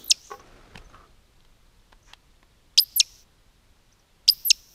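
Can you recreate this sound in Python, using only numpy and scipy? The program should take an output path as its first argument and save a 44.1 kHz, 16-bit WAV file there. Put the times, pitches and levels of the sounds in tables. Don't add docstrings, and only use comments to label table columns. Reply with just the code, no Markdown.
import sys
import numpy as np
from scipy import signal
from scipy.fft import rfft, irfft
from scipy.io import wavfile
from scipy.ndimage import uniform_filter1d

SR = 44100
rng = np.random.default_rng(int(sys.argv[2]) if len(sys.argv) > 2 else 0)


def master(y):
    cut = np.clip(np.atleast_2d(y).T, -1, 1)
    pcm = np.round(cut * 32767)
    wavfile.write(sys.argv[1], SR, pcm.astype(np.int16))


N = 209430
TIME = np.arange(N) / SR


def amp(db):
    return 10 ** (np.asarray(db) / 20)


def unit(x):
    return x / np.sqrt(np.mean(x ** 2) + 1e-20)


def tint(x, colour):
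    hz, db = np.transpose(colour)
    bins = np.fft.rfftfreq(len(x), 1 / SR)
    gain = amp(np.interp(np.log(bins + 1), np.log(hz), db))
    return irfft(rfft(x) * gain, len(x))


def noise(colour):
    return unit(tint(rng.standard_normal(N), colour))


def wobble(hz):
    roll_off = np.exp(-(np.fft.rfftfreq(N, 1 / SR) / hz) ** 2)
    return unit(irfft(rfft(rng.standard_normal(N)) * roll_off, N))


def level(rows):
    return amp(np.interp(TIME, *np.transpose(rows)))


def resonate(x, hz, width_hz):
    return signal.lfilter(*signal.iirpeak(hz, hz / width_hz, SR), x)


def add(mix, s, sound):
    part = mix[max(round(s * SR), 0):][:len(sound)]
    part += sound[:len(part)]


def swell(t, rise_s, fall_s):
    return np.exp(-(t / np.where(t < 0, rise_s, fall_s)) ** 2)


def ramp(t, length_s):
    return np.clip(t / length_s, 0, 1)


def phase_of(hz, jitter):
    flutter = unit(uniform_filter1d(rng.standard_normal(len(hz)), size=16))
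    return 2 * np.pi * np.cumsum(hz * (1 + jitter * flutter)) / SR


# f/Hz, relative density/dB
AIR_COLOUR = [(59, -31), (100, 2), (135, -10.5), (153, -5), (283, -8.5), (398, -10), (784, -14), (854, -14),
              (950, -13), (1720, -16.5), (4020, -17.5), (14700, -31), (16000, -43)]
# t/s, relative level/dB
RUMBLE_COURSE = [(0.0, -63), (0.38, -57.5), (0.71, -58), (0.74, -50), (1.23, -61), (3.78, -61), (3.98, -67),
                 (4.27, -57.5), (4.75, -63)]
# f/Hz, relative density/dB
RUMBLE_COLOUR = [(8, -10), (25, 1), (50, -4.5), (100, -13.5), (160, -18), (300, -38), (1000, -78.5)]


def air(hush_db=-64.5, rumble_db=1.7):
    hush = amp(hush_db) * noise(AIR_COLOUR)
    return hush + amp(rumble_db) * level(RUMBLE_COURSE) * noise(RUMBLE_COLOUR)


def twitters(per_s=10, pitch_hz=3850, spread=.09, length_s=.018, loudest_db=-66, range_db=7):
    out, t = np.zeros(N), np.arange(0, length_s, 1 / SR)
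    for when, pitch, far in rng.random((int(per_s * N / SR), 3)):
        hz = np.full(len(t), pitch_hz * (1 + spread * (2 * pitch - 1)))
        effort = amp(loudest_db - range_db * far) * np.hanning(len(t))
        add(out, when * N / SR, effort * np.sin(phase_of(hz, spread)))
    return out


# t/s, length/s, start f/Hz, end f/Hz, level/dB before blur
CHIRPS = [(0.061, 0.036, 3600, 4400, -49), (0.079, 0.033, 4400, 3300, -49),
          (0.393, .016, 4530, 7140, -53.5), (0.467, 0.015, 6530, 4630, -66),
          (0.836, 0.037, 6500, 5800, -63), (0.892, 0.012, 6690, 6100, -62),
          (2.024, 0.016, 5200, 7420, -63.5), (3.915, 0.022, 4200, 7300, -60),
          (3.991, 0.015, 6800, 4300, -62)]


def faint_chirps(blur_db=-4, blur_t60_s=.074):
    out, t = np.zeros(N), TIME[:SR // 4]
    for s, length_s, start_hz, end_hz, db in CHIRPS:
        hz = np.linspace(start_hz, end_hz, int(length_s * SR))
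        add(out, s, amp(db) * np.hanning(len(hz)) * np.sin(2 * np.pi * np.cumsum(hz) / SR))
    blur = rng.standard_normal(len(t)) * amp(-60 * t / blur_t60_s)
    blur /= np.linalg.norm(blur)
    return out + amp(blur_db) * signal.fftconvolve(out, blur)[:N]


# f/Hz, relative density/dB
SLEEVE_COLOUR = [(59, -31), (100, -2), (149, -10), (346, -4), (607, -8), (684, -8.5), (1040, -14),
                 (1250, -12.5), (1460, -13.5), (5720, -25.5), (12000, -41.5), (15600, -71.5), (22000, -120)]
# peak t/s, rise/s, fall/s, level/dB
ARM_MOVES = [(0, .1, 0.19, -59.5), (.5, 0.16, 0.19, -53.5), (.76, 0.12, 0.14, -57), (.95, 0.062, .17, -58)]
# start t/s, end t/s, level/dB, centre f/Hz, width per stage/Hz
SWISHES = [(-.08, 0.102, -55.5, 260.8, 260), (0.923, 0.98, -52, 1250, 402), (0.943, 1.075, -55, 1206, 301),
           (2.04, 2.136, -61, 6000, 1500), (2.059, 2.155, -58, 1430, 2470)]


def clothes(weave_hz=1300, weave_width_hz=200, weave_db=-9, slip_hz=120, slip_depth=1.1):
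    slips = amp(slip_depth * wobble(slip_hz))
    weave = unit(resonate(rng.standard_normal(N), weave_hz, weave_width_hz))
    rub = unit((noise(SLEEVE_COLOUR) + amp(weave_db) * weave) * slips)
    out = sum(amp(db) * swell(TIME - s, rise_s, fall_s) for s, rise_s, fall_s, db in ARM_MOVES) * rub
    for start_s, end_s, db, hz, width_hz in SWISHES:
        stroke = np.sin(np.pi * np.clip((TIME - start_s) / (end_s - start_s), 0, 1))
        band = resonate(resonate(rng.standard_normal(N), hz, width_hz), hz, width_hz)
        out += amp(db) * stroke * unit(band)
    return out


# t/s, relative level/dB, ring f/Hz, t60/s
CLICKS = [(.396, -40, 1200, .025), (.746, -40, 890, 0.029), (0.7525, -34.5, 250, 0.041),
          (0.7564, -24.5, 2650, 0.011), (0.775, -20.5, 5200, 0.0053), (0.778, -27, 2640, 0.014),
          (0.819, -44, 1300, 0.024), (.944, -41, 1233, 0.032), (1.405, -47.5, 3465, 0.016),
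          (1.449, -46, 3200, 0.021), (1.922, -41, 2700, .02), (1.927, -33.5, 1072, 0.019),
          (2.134, -25, 3200, 0.017), (2.429, -37.5, 978, .014)]
# f/Hz, gain/dB
CLICK_COLOUR = [(100, 11), (500, 3), (1200, 1), (3500, 0.5), (6500, -8), (9000, -10), (15000, -16)]


def clicks(ring_db=6, ring_width_hz=600, body_hz=1000, body_width_hz=340, body_db=-1,
           rattle_db=-27, rattle_t60_s=.12, attack_s=.00021, click_db=-5):
    out, t = np.zeros(N), TIME[:SR // 10]
    for s, db, hz, t60_s in CLICKS:
        decay = amp(-60 * t / t60_s) + amp(rattle_db - 60 * t / rattle_t60_s)
        snap = rng.standard_normal(len(t)) * decay * (1 - np.exp(-t / attack_s))
        band_hz = [hz / 3, min(2 * hz, SR / 3)]
        crack = signal.lfilter(*signal.butter(1, band_hz, "bandpass", fs=SR), snap)
        ring = amp(ring_db) * resonate(snap, hz, ring_width_hz)
        body = amp(body_db) * resonate(snap, body_hz, body_width_hz)
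        add(out, s, amp(db + click_db) * (crack + ring + body))
    return tint(out, CLICK_COLOUR)


# t/s, relative level/dB
KNOCKS = [(0.302, -38), (0.309, -38), (0.3141, -25), (0.3339, -37), (0.3379, -32.5), (0.3944, -45),
          (.405, -44)]
# f/Hz, relative level/dB, t60/s
GUN_MODES = [(416, -10.5, 0.089), (440, -10.5, 0.073), (502, -22, 0.26), (809, -10, 0.11),
             (1097, -0.5, 0.067), (1115, -17, 0.075), (1497, -11.5, 0.054), (1570, -19.5, 0.041),
             (1940, -15.5, 0.038), (2480, -20, 0.025)]


def knocks(scuff_db=-18, scuff_t60_s=.073, attack_s=.0018):
    out, t = np.zeros(N), TIME[:SR // 3]
    ring = sum(amp(db - 60 * t / t60_s) * np.sin(2 * np.pi * hz * t) for hz, db, t60_s in GUN_MODES)
    for s, db in KNOCKS:
        grit = resonate(resonate(rng.standard_normal(len(t)), 1300, 3000), 1900, 3000)
        scuff = amp(scuff_db - 60 * t / scuff_t60_s) * unit(grit)
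        add(out, s, amp(db) * (ring + scuff) * (1 - np.exp(-t / attack_s)))
    return out


# t/s, body level/dB, centre f/Hz, top sizzle level/dB
HISS = [
    [(.11, -49.5, 4990, -80.5), (.2, -55.5, 5400, -67.5), (.27, -51, 6540, -76), (.34, -57.5, 5600, -60.5),
     (.41, -71, 5600, -79)],
    [(2.79, -54.5, 4600, -63.5), (2.99, -54, 5200, -73.5), (3.06, -52.5, 5600, -71.5),
     (3.2, -56.5, 5800, -71), (3.245, -69, 5800, -72)],
    [(4.29, -51, 4900, -49), (4.44, -54.5, 5390, -57.5), (4.56, -53.5, 5580, -60), (4.66, -59.5, 5750, -69),
     (4.77, -60, 5880, -55)],
]
# f/Hz, relative density/dB
HISS_SKIRT = [(1200, -23.5), (2800, 1), (4000, 2.5), (7000, -3.5), (10000, -8.5), (15000, -18.5)]


def hiss(width_hz=1250, skirt_db=-7, top_hz=14000, top_width_hz=3000, fade_s=.01):
    out, r = np.zeros(N), np.exp(-np.pi * width_hz / SR)
    for rows in HISS:
        s, db, hz, top_db = np.transpose(rows)
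        turn = np.exp(2j * np.pi * np.cumsum(np.interp(TIME, s, hz)) / SR)
        low = signal.lfilter([1], [1, -2 * r, r * r], rng.standard_normal(N))
        body = unit((turn * low).real) + amp(skirt_db) * noise(HISS_SKIRT)
        top = resonate(resonate(rng.standard_normal(N), top_hz, top_width_hz), top_hz, top_width_hz)
        gate = np.clip(np.minimum(TIME - s[0], s[-1] - TIME) / fade_s, 0, 1)
        out += gate * amp(np.interp(TIME, s, db)) * body
        out += gate * amp(np.interp(TIME, s, top_db)) * unit(top)
    return out


# f/Hz, gain/dB
ECHO_COLOUR = [(1500, -17.5), (2700, -7.5), (4000, -3.5), (5200, -3), (6200, -4.5), (8000, -3), (12000, 0)]
# t after the sound/s, relative level/dB
ECHO_COURSE = [(.004, 3), (.022, 12.5), (.05, 3.5), (.11, -7.5), (.19, -5.5), (.225, -8), (.25, -24),
               (.4, -38)]
# t/s, level/dB
LINGER = [(0, -49.5), (.05, -54.5), (.1, -57.5), (.16, -79.5)]
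# f/Hz, relative density/dB
LINGER_COLOUR = [(1180, -43.5), (2000, -16.5), (2600, -20), (3430, 0.5), (5100, -11.5), (6090, -7),
                 (9430, -20.5), (15000, -13.5)]


def birches(x, echo_db=-30, returns_per_s=4000):
    trunks = rng.standard_normal(N) * (rng.random(N) < returns_per_s / SR) * level(ECHO_COURSE)
    echo = tint(unit(trunks[:SR // 2]), ECHO_COLOUR) / np.sqrt(SR / 2)
    linger = level(LINGER) * noise(LINGER_COLOUR) * (TIME < LINGER[-1][0])
    return amp(echo_db) * signal.fftconvolve(x, echo)[:N] + linger


def partial(k, hz, phase):
    return np.sin(k * phase) * np.clip((SR / 2 - k * hz) / 4000, 0, 1)


# f/Hz, gain/dB
THROAT = [(2000, -24), (2450, -17), (2700, -13), (3300, -7), (4300, -2), (5200, 0), (6100, -3), (7000, -11),
          (8500, -19), (10500, -24), (13500, -20.5), (16000, -24)]


def reed(hz, jitter=.011, harmonic_step_db=-4):
    phase, out = phase_of(hz, jitter), 0
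    for k in range(1, 7):
        db = np.interp(k * hz, *np.transpose(THROAT)) + harmonic_step_db * (k - 1)
        out = out + amp(db) * partial(k, hz, phase)
    return out


ATTACK_S, WHISTLE_RELEASE_S = .0009, .0055
POP_LIFT_HZ, POP_S = 800, .0013


def whistle(t, length_s, break_hz, knee_hz, bend_s, drift_hz_per_s, curve=1.5, jitter=.0015, octave_db=-22):
    bend = np.exp(-(t / bend_s) ** curve)
    hz = knee_hz + drift_hz_per_s * t + (break_hz - knee_hz) * bend
    phase = phase_of(hz, jitter)
    gate = ramp(t, ATTACK_S) * ramp(length_s - t, WHISTLE_RELEASE_S)
    return gate * (partial(.99, hz, phase) + amp(octave_db) * partial(2, hz, phase))


CLIMB_FROM_HZ, CLIMB_TO_HZ = 2500, 4425
YELP_HZ, YELP_AFTER_S, YELP_RISE_S, YELP_FALL_S = 5090, .0103, .0048, .0016


def opening(climb_s, climb_db, pop_db, yelp_db, release_s=.0028,
            under_db=-21, under_hz=3050, under_hz_per_s=340000, under_after_s=.0033):
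    t = np.arange(-climb_s, 2 * YELP_AFTER_S, 1 / SR)
    pop = swell(t, POP_S, POP_S)
    hz = np.interp(t, [-climb_s, 0, YELP_AFTER_S], [CLIMB_FROM_HZ, CLIMB_TO_HZ, YELP_HZ])
    hz += POP_LIFT_HZ * pop
    effort = amp(climb_db) * ramp(t + climb_s, ATTACK_S) * swell(t, np.inf, release_s)
    effort += amp(pop_db) * pop
    effort += amp(yelp_db) * swell(t - YELP_AFTER_S, YELP_RISE_S, YELP_FALL_S)
    late = t - under_after_s
    under = swell(late, POP_S, POP_S) * np.sin(phase_of(under_hz + under_hz_per_s * late, 0))
    return effort * reed(hz) + amp(under_db) * under


def closing_whistle(length_s, glide, db, tremble_db, swell_db, swell_s, tremble_hz=54, swell_lead_s=.017):
    t = np.arange(length_s, 0, -1 / SR)
    tremble = np.cos(2 * np.pi * tremble_hz * (length_s - t - WHISTLE_RELEASE_S))
    effort = amp(db + tremble_db * tremble)
    effort += amp(swell_db) * swell(t, swell_s, swell_s) * ramp(swell_lead_s - t, ATTACK_S)
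    return effort * whistle(t, length_s, *glide)


DIVE_FROM_HZ, DIVE_TO_HZ, DIVE_S, CREST_RISE_S, CREST_FALL_S = 4300, 2680, .014, .0028, .0056


def dive(bend_s, pop_db, crest_s, crest_db, trail_db, trail_s, pop_fall_s=.0037, cut_s=.0016,
         trail_jitter=.077, sag_hz=230, sag_s=.0025):
    t = np.arange(0, trail_s, 1 / SR)
    hz = DIVE_TO_HZ + (DIVE_FROM_HZ - DIVE_TO_HZ) * swell(t, bend_s, bend_s)
    hz += POP_LIFT_HZ * swell(t, POP_S, POP_S / 2)
    hz -= sag_hz * swell(t - DIVE_S, sag_s, np.inf)
    effort = amp(pop_db) * swell(t, POP_S, pop_fall_s)
    effort += amp(crest_db) * swell(t - crest_s, CREST_RISE_S, CREST_FALL_S)
    gate = ramp(t, ATTACK_S / 2) * ramp(DIVE_S - t, cut_s)
    trail = amp(trail_db) * np.sin(np.pi * t / trail_s) * np.sin(phase_of(hz, trail_jitter))
    return gate * effort * reed(hz) + trail


# break t/s, climb length/s, climb level/dB, pop level/dB,
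# yelp level/dB, whistle level/dB, whistle length/s
OPENINGS = [(2.7876, .0116, -5, -19.5, -5.5, -22.5, .055), (4.2891, .0106, -10.5, -4.5, -4, -25, .049)]
# break t/s, length/s, break f/Hz, knee f/Hz, bend/s,
# drift/(Hz/s), level/dB, tremble/dB, swell level/dB, swell length/s
FALLS = [(0.1126, .074, 4700, 9433, .0125, 84750, -42.5, 8, -8.5, .0108),
         (3.0014, 0.043, 6150, 11460, 0.012, 20070, -19, 0.5, -13, 0.0044),
         (4.505, .057, 6150, 11430, .011, 19960, -21.5, 0, -10, 0.0029)]
# break t/s, bend/s, pop level/dB, crest delay/s, crest level/dB,
# trail level/dB, trail length/s
DIVES = [(0.114, .0024, -3.5, 0.0037, -8.3, -47, 0.035), (3.0006, .0045, -2, 0.0065, -4, -37, .036),
         (4.5047, 0.0044, -2, .0072, -.5, -45, 0.023)]
# f/Hz, gain/dB
WHISTLE_COLOUR = [(6500, 0.5), (8000, -3), (9600, -3), (11000, -1), (11800, 3), (12500, -1), (12900, -4.5),
                  (15000, -0.5)]
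# f/Hz, gain/dB
BEAK = [(200, -26), (900, -5), (1500, -6.5), (2200, 0)]
# break f/Hz, knee f/Hz, bend/s, drift/(Hz/s)
UP_GLIDE = (7400, 11850, .0103, 22000)


def woodcock(overlap_s=.0008, coupling=.25, rough_db=-29, rough_hz=4500):
    reedy, pure = np.zeros(N), np.zeros(N)
    for s, climb_s, climb_db, pop_db, yelp_db, whistle_db, length_s in OPENINGS:
        add(reedy, s - climb_s, opening(climb_s, climb_db, pop_db, yelp_db))
        t = np.arange(0, length_s, 1 / SR)
        add(pure, s, amp(whistle_db) * whistle(t, length_s, *UP_GLIDE))
    for s, length_s, *glide, db, tremble_db, swell_db, swell_s in FALLS:
        fall = closing_whistle(length_s, glide, db, tremble_db, swell_db, swell_s)
        add(pure, s + overlap_s - length_s, fall)
    for s, *shape in DIVES:
        add(reedy, s, dive(*shape))
    pure = tint(pure, WHISTLE_COLOUR)
    roughness = 1 + amp(rough_db) * wobble(rough_hz)
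    return tint(reedy * roughness + pure + coupling * reedy * pure, BEAK)


def scene():
    bird = woodcock()
    background = air() + twitters() + faint_chirps()
    hunter = clothes() + clicks() + knocks()
    return (background + hunter + hiss() + birches(bird) + bird)[None]


def record(dry, shadow_db=-22, treble_hz=10500, shift_hz=4000, edge_hz=15700):
    dry = dry / (1 + (dry / .9) ** 8) ** (1 / 8)
    high_pass = signal.firwin(31, treble_hz, pass_zero=False, fs=SR)
    treble = signal.oaconvolve(dry, high_pass[None], "same")
    side_tones = 2 * treble * np.cos(2 * np.pi * shift_hz * TIME)
    low_pass = signal.firwin(255, edge_hz, window=("kaiser", 9), fs=SR)
    return signal.oaconvolve(dry + amp(shadow_db) * side_tones, low_pass[None], "same")


dry = scene()
out = record(dry)
master(out)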